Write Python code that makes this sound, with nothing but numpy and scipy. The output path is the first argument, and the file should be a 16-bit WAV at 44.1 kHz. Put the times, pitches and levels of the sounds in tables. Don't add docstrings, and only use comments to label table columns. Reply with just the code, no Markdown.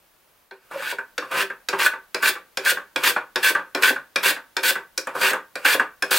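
import sys
import numpy as np
from scipy import signal
from scipy.fft import rfft, irfft
from scipy.io import wavfile

SR = 44100
rng = np.random.default_rng(int(sys.argv[2]) if len(sys.argv) > 2 else 0)


def output_pcm(signal):
    pcm = np.clip(np.atleast_2d(signal).T, -1, 1) * 32767
    wavfile.write(sys.argv[1], SR, np.round(pcm).astype(np.int16))


N = 272538
TIME = np.arange(N) / SR
TAPS = 8192
BIN_HZ = np.maximum(np.arange(TAPS // 2 + 1) * SR / TAPS, 1)


def from_db(db):
    return 10 ** (np.asarray(db) / 20)


def rms_one(x):
    return x / np.sqrt(np.mean(x ** 2) + 1e-20)


def at_hz(points, hz):
    points = np.array(points)
    return np.interp(np.log(hz), np.log(points[:, 0]), points[:, 1])


def flutter(rate):
    values = rng.standard_normal(N // 20)
    return rms_one(np.interp(TIME * rate, np.arange(N // 20), values))


def shape(x, level_db):
    cepstrum = irfft(np.log(from_db(level_db)))
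    cepstrum[1:TAPS // 2] *= 2
    cepstrum[TAPS // 2 + 1:] = 0
    response = irfft(np.exp(rfft(cepstrum)))
    return signal.fftconvolve(x, response / np.linalg.norm(response))[:N]


# f/Hz, width/Hz, lift level/dB
BODY_MODES = [(138, 5.9, 13.5), (188, 16.4, 7.5), (264.5, 20, 3.5), (309, 26, 4.5), (384.5, 18, 7.5),
              (520.5, 44, 7.5), (601, 15, 2.5), (915.6, 12, 7.5), (1145, 39, 1.5), (1462, 54, 9.5),
              (1539.7, 28, 8), (1581, 54, 6), (1705, 76, 10.5), (1861, 31, 5.5), (1972, 100, 7),
              (2266, 44, 8), (2360, 43, 4), (2417, 73, 4.5), (2517, 88, 5.5), (2745, 88, 5.5),
              (2864, 26, 2.5), (3333, 130, 4), (3519, 31, 3), (3600, 13, -9), (4580, 730, 5.5),
              (5470, 49, -0.5), (6940, 146, 4.5), (8340, 157, 11), (10190, 560, 8), (12120, 410, 6.5),
              (14700, 450, -5)]


def body(force, colour):
    level_db = at_hz(colour, BIN_HZ)
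    for hz, width, lift_db in BODY_MODES:
        off = (2 * (BIN_HZ - hz) / width) ** 2
        level_db = level_db + 10 * np.log10((off + from_db(lift_db) ** 2) / (off + 1))
    return shape(force, level_db)


def grains(per_s, spread_db):
    size_db = spread_db * np.minimum(rng.exponential(1, N), 4)
    sizes = from_db(size_db) * rng.choice([-1, 1], N)
    return rms_one(sizes * (rng.random(N) < per_s / SR))


def blows(times, levels_db, rise, t60, delay):
    force, age = np.zeros(N + SR), TIME[:TAPS]
    for s, level_db in zip(times, levels_db):
        start = int((s + delay) * SR)
        swell = 1 - np.exp(-age / rise)
        force[start:start + TAPS] += from_db(level_db - 60 * age / t60) * swell
    return force[:N] * rng.choice([-1, 1], N)


# f/Hz, relative level per Hz/dB
AIR_COLOUR = [(15, -36.5), (25, 2.5), (48, -0.5), (86, -5.5), (359, -3.5), (421, -4), (614, -0.5),
              (666, -3.5), (722, -2), (1200, -2.5), (3930, -10), (7700, -14), (15500, -9)]
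# t/s, offset level/dB
BACKGROUND_LEVEL = [(0.43, -1), (0.5, -5), (0.6, -6), (0.65, 0.5)]
BACKGROUND_BASE_DB = -59


def background(side_db):
    mid, side = (shape(rng.standard_normal(N), at_hz(AIR_COLOUR, BIN_HZ)) for channel in range(2))
    level_db = BACKGROUND_BASE_DB + np.interp(TIME, *np.transpose(BACKGROUND_LEVEL))
    return from_db(level_db) * (mid + from_db(side_db) * side * [[1], [-1]])


# t/s, ring level/dB, bench thud level/dB, crack level/dB, rub level of the following slide/dB
LANDINGS = [(0.5094, -32.5, -44.5, -64, -43), (1.1783, -13.5, -35.5, -35.5, -29.5),
            (1.6853, -13.5, -33, -29.5, -23.5), (2.144, -14, -29.5, -32.5, -24),
            (2.5709, -14.5, -30.5, -31.5, -23), (2.9587, -11, -27, -33, -15.5),
            (3.357, -10.5, -26.5, -31.5, -19), (3.7472, -13, -26, -34.5, -20),
            (4.1578, -8, -28.5, -28, -21), (4.5656, -11.5, -29.5, -31.5, -22.5),
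            (4.9756, -18.5, -35, -25, -35), (5.5539, -19.5, -34, -39, -24),
            (6.0221, -12.5, -28.5, -30.5, -24.5)]
# f/Hz, relative level per Hz/dB
CRACK_COLOUR = [(1000, -28.5), (4000, -13), (6500, 6.5), (8200, 3), (9200, -5.5), (10800, 3), (13000, -4.5),
                (16000, -0.5)]
SNAP_COLOUR = [(800, -23.5), (2000, -8), (2800, -1.5), (3500, 5.5), (4200, 2.5), (5000, -13), (7000, -24.5),
               (10000, -34.5)]
PING_COLOUR = [(3000, -27), (4600, -6.5), (5300, 2.5), (5600, -1), (6100, -12), (6900, -11), (7600, -14.5),
               (8300, -16), (9500, -31.5)]
CLACK_COLOUR = [(100, -40), (400, 1.5), (750, -7.5), (1200, 4), (1500, 3.5), (2000, -3), (2450, 5),
                (2900, -11), (4000, -46), (9000, -40.5)]
THUD_COLOUR = [(50, -45.5), (130, -34), (250, -11.5), (370, -2), (560, -0.5), (750, -6), (1100, -5.5),
               (3000, -56)]


def landings():
    s, ring_db, thud_db, crack_db, _ = np.transpose(LANDINGS)
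    crack = body(blows(s, crack_db, rise=0.00044, t60=0.024, delay=0.00078), CRACK_COLOUR)
    snap = body(blows(s, ring_db, rise=0.00074, t60=0.021, delay=0.00065), SNAP_COLOUR)
    ping = body(blows(s, crack_db, rise=0.00099, t60=0.019, delay=0.0015), PING_COLOUR)
    ring = body(blows(s, ring_db, rise=0.00023, t60=0.09, delay=0.00059), CLACK_COLOUR)
    thud = body(blows(s, thud_db, rise=0.0016, t60=0.11, delay=0.0028), THUD_COLOUR)
    bright = from_db(7.5) * crack + from_db(-4.5) * snap + from_db(15) * ping
    return bright + from_db(-7) * ring + from_db(6) * thud


# f/Hz, relative level per Hz/dB
CUT_COLOUR = [(200, -35), (750, -39.5), (1100, -14), (1500, 2), (2000, -1), (2700, 2), (4200, -10),
              (5500, -13), (9000, -22)]
SHAVING_COLOUR = [(1500, -35), (3500, 6), (5000, -1.5), (7500, -1.5), (9200, -5), (11000, -4), (13000, 0),
                  (13700, -1), (16000, 0)]
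GROAN_COLOUR = [(60, -38), (130, -24), (250, -13), (500, 0), (720, -6.5), (1000, 4), (1250, 4.5),
                (1500, -10.5), (3000, -30.5)]


def sliding():
    pressure = np.zeros(N)
    for s, *_, rub_db in LANDINGS:
        bite_s = min(cut[0] for cut in CUTS if cut[0] > s)
        span = slice(int(s * SR), int(bite_s * SR))
        swell_db = 10 * np.exp((TIME[span] - bite_s) / 0.007)
        pressure[span] = from_db(rub_db + swell_db)
    rub = pressure * grains(per_s=5000, spread_db=2.0)
    scrape = from_db(-21.5) * body(rub, CUT_COLOUR)
    hiss = from_db(-35.0) * body(rub, SHAVING_COLOUR)
    groan = from_db(-24) * body(rub, GROAN_COLOUR)
    return scrape + hiss + groan


# bite t/s, run-out t/s,
# force level on the plane/dB, shaving hiss level/dB, blank groan level/dB, force growth over the cut/dB,
# blank thump level at run-out/dB
CUTS = [(0.705, 0.920, -35.5, -47, -38.5, 19, -25), (1.309, 1.426, -25.5, -38, -28.5, 7, -26.5),
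        (1.785, 1.869, -19.5, -30, -28.5, -1, -42), (2.222, 2.292, -19.5, -26.5, -27.5, 0.5, -25.5),
        (2.647, 2.713, -21, -26, -31, 1.5, -26), (3.033, 3.101, -18, -24.5, -27, -7.5, -23.5),
        (3.427, 3.501, -17.5, -25, -30.5, -5.5, -21.5), (3.820, 3.902, -17, -26, -27, -5.5, -18.5),
        (4.229, 4.307, -18.5, -24.5, -27.5, -4.5, -23.5), (4.630, 4.705, -18.5, -24, -28, -0.5, -25),
        (5.144, 5.208, -36, -43.5, -26.5, 10, -48), (5.209, 5.308, -18.5, -29.5, -27.5, -5, -23),
        (5.645, 5.745, -18, -26, -27.5, -4.5, -17.5), (6.107, 6.185, -21, -23, -24.5, -6, -40)]
ARCH_DB = 0.5
JOLT_S, RELEASE_S = 0.012, 0.0072


def along_cuts(levels_db, growths_db, jolt_db, bite_s):
    gain = np.zeros(N)
    for (bite, run_out, *_), level_db, growth_db in zip(CUTS, levels_db, growths_db):
        span = slice(int(bite * SR), int(run_out * SR) + TAPS)
        age = np.maximum(TIME[span] - bite, 0)
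        progress = np.minimum(age / (run_out - bite), 1)
        release = np.exp(-np.maximum(TIME[span] - run_out, 0) / RELEASE_S)
        gate = np.minimum(age / bite_s, 1) * release
        push_db = growth_db * (progress - .5) + ARCH_DB * (np.sin(np.pi * progress) - 1)
        gain[span] += gate * from_db(level_db + push_db + jolt_db * np.exp(-age / JOLT_S))
    return gain


HISS_BITE_S, FORCE_BITE_S, GROAN_BITE_S = 0.004, 0.0092, 0.01
JOLT_FORCE_DB, JOLT_HISS_DB, JOLT_GROAN_DB = 0.5, 1, 5.5
SPEED_UP_DB, HISS_FOLLOWS = 7.5, 0.8
GROAN_SAG_DB = 4.5
TEAR_PER_S, TEAR_SPREAD_DB = 20000, 1.5
WAVER_DB, WAVER_PER_S = 1, 45


def cutting():
    _, _, force_db, hiss_db, groan_db, growth_db, _ = np.transpose(CUTS)
    clumps = from_db(1.6 * flutter(130) + 1.2 * flutter(700))

    force = along_cuts(force_db, growth_db, JOLT_FORCE_DB, FORCE_BITE_S)
    force = force * rms_one(clumps * grains(per_s=3500, spread_db=0.0))

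    tearing = along_cuts(hiss_db, SPEED_UP_DB + HISS_FOLLOWS * growth_db, JOLT_HISS_DB, HISS_BITE_S)
    waver = from_db(WAVER_DB * flutter(WAVER_PER_S))
    tearing = tearing * rms_one(np.sqrt(clumps) * waver * grains(TEAR_PER_S, TEAR_SPREAD_DB))

    dragging = along_cuts(groan_db, np.full(len(CUTS), -GROAN_SAG_DB), JOLT_GROAN_DB, GROAN_BITE_S)
    dragging = dragging * rms_one(clumps * grains(per_s=2500, spread_db=3.0))

    shake = from_db(-0.68) * body(force, CUT_COLOUR)
    hiss = from_db(2.0) * body(tearing, SHAVING_COLOUR)
    groan = from_db(-1.0) * body(dragging, GROAN_COLOUR)
    return shake + hiss + groan


JUDDER_S, JUDDER_LENGTH_S = 0.772, 0.055
JUDDER_HZ, JUDDER_DB = 532, -31


def judder():
    pitch_hz = JUDDER_HZ * (1 + 0.0247 * flutter(120))
    phase = 2 * np.pi * np.cumsum(pitch_hz) / SR
    swell = np.exp(-(2 * (TIME - JUDDER_S) / JUDDER_LENGTH_S) ** 2)
    return from_db(JUDDER_DB + 3.4 * flutter(130)) * swell * np.sin(phase)


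def thumps():
    _, run_out, *_, thump_db = np.transpose(CUTS)
    return from_db(1) * body(blows(run_out, thump_db, rise=0.0024, t60=0.081, delay=0.0014), THUD_COLOUR)


# t/s, ring level/dB, wood level/dB, tick level/dB
KNOCKS = [(0.9842, -17, -32.5, -46), (1.222, -43, -30, -59), (1.5006, -17.5, -32, -54.5),
          (1.728, -19.5, -17.5, -48), (1.83, -13, -39, -27), (1.8614, -3, -30, -29),
          (1.9337, -19.5, -32.5, -57), (2.228, -8, -27, -37), (2.353, -19, -32, -60),
          (2.6594, -5, -32, -35), (2.771, -17, -30.5, -48), (3.1621, -11, -19.5, -54),
          (3.549, -6, -19, -36), (3.591, -20, -38, -61), (3.773, -20.5, -28.5, -45),
          (3.9608, -16.5, -33.5, -47), (4.364, -17.5, -33.5, -54), (4.7547, -11, -25, -47),
          (5.0699, -31, -23.5, -34), (5.332, -13, -20.5, -28), (5.6493, -9, -22.5, -31),
          (5.7959, -7, -17, -32)]
# f/Hz, relative level per Hz/dB
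KNOCK_COLOUR = [(200, -38.5), (800, -12.5), (1250, 2), (1520, 9), (2000, -2), (2700, -8), (4000, -24),
                (7000, -28.5), (16000, -40)]
WOOD_COLOUR = [(80, -38.5), (200, -16), (480, -3.5), (700, -5.5), (1200, 4.5), (1600, -13), (2600, -16),
               (5000, -33.5), (16000, -49.5)]


def knocks():
    s, ring_db, wood_db, tick_db = np.transpose(KNOCKS)
    ring = body(blows(s, ring_db, rise=0.00018, t60=0.053, delay=0.00025), KNOCK_COLOUR)
    wood = body(blows(s, wood_db, rise=0.001, t60=0.14, delay=0.00039), WOOD_COLOUR)
    tick = body(blows(s, tick_db, rise=0.0004, t60=0.03, delay=0.0003), CRACK_COLOUR)
    return from_db(-4.0) * ring + from_db(1.5) * wood + from_db(-0.5) * tick


# f/Hz, time to fall 60 dB t/s
ROOM_T60 = [(150, 0.26), (500, 0.22), (1400, 0.24), (4000, 0.2), (15000, 0.16)]
# f/Hz, side-to-mid level/dB
REFLECTION_WIDTH = [(100, -17.5), (300, -44.5), (900, -43.5), (1600, -18.5), (2500, -6), (6000, -7),
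                    (15000, -6)]


def reflections(first_echo):
    age, tails = TIME[:2 * TAPS], 0
    hz = np.maximum(np.arange(TAPS + 1) * SR / (2 * TAPS), 1)
    white = np.exp(2j * np.pi * rng.random((2, TAPS + 1)))
    white[1] *= from_db(at_hz(REFLECTION_WIDTH, hz))
    for low in 2.0 ** np.arange(6, 14):
        band = irfft(white * ((hz >= low) & (hz < 2 * low)))
        tails = tails + band * from_db(-60 * age / at_hz(ROOM_T60, low * np.sqrt(2)))
    tails = tails * (age > first_echo)
    return tails / np.linalg.norm(tails[0])


# f/Hz, side-to-mid level/dB
GLANCE_WIDTH = [(100, -32.5), (1000, -68), (1800, -15.5), (2700, -10), (6000, -11), (15000, -10)]


def workshop(x, wet_db, glance_db):
    spots = np.array([flutter(9) for spot in range(4)])
    spots /= np.linalg.norm(spots, axis=0)
    wet = 0
    for near in spots:
        room = reflections(first_echo=0.0033)
        wet = wet + signal.oaconvolve((x * near)[None], room, axes=1)[:, :N]
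    mid, side = from_db(wet_db) * wet
    glance = np.interp(TIME - .0012 - .0003 * flutter(7), TIME, x, left=0)
    mid = mid + x + from_db(glance_db) * glance
    unequal_db = at_hz(GLANCE_WIDTH, BIN_HZ)
    side = side + np.sqrt(np.mean(from_db(unequal_db) ** 2)) * shape(glance, unequal_db)
    return np.array([mid + side, mid - side])


RADIATION_HZ = 105


def scene():
    plane = landings() + sliding() + cutting() + judder() + thumps() + knocks()
    radiated = signal.sosfilt(signal.butter(2, RADIATION_HZ, "high", fs=SR, output="sos"), plane)
    return background(side_db=-5.0) + workshop(radiated, wet_db=-7.5, glance_db=-13)


CUTOFF_HZ = 15800


def record(dry):
    return signal.sosfilt(signal.ellip(12, .1, 90, CUTOFF_HZ, fs=SR, output="sos"), dry)


dry = scene()
out = record(dry)
output_pcm(out)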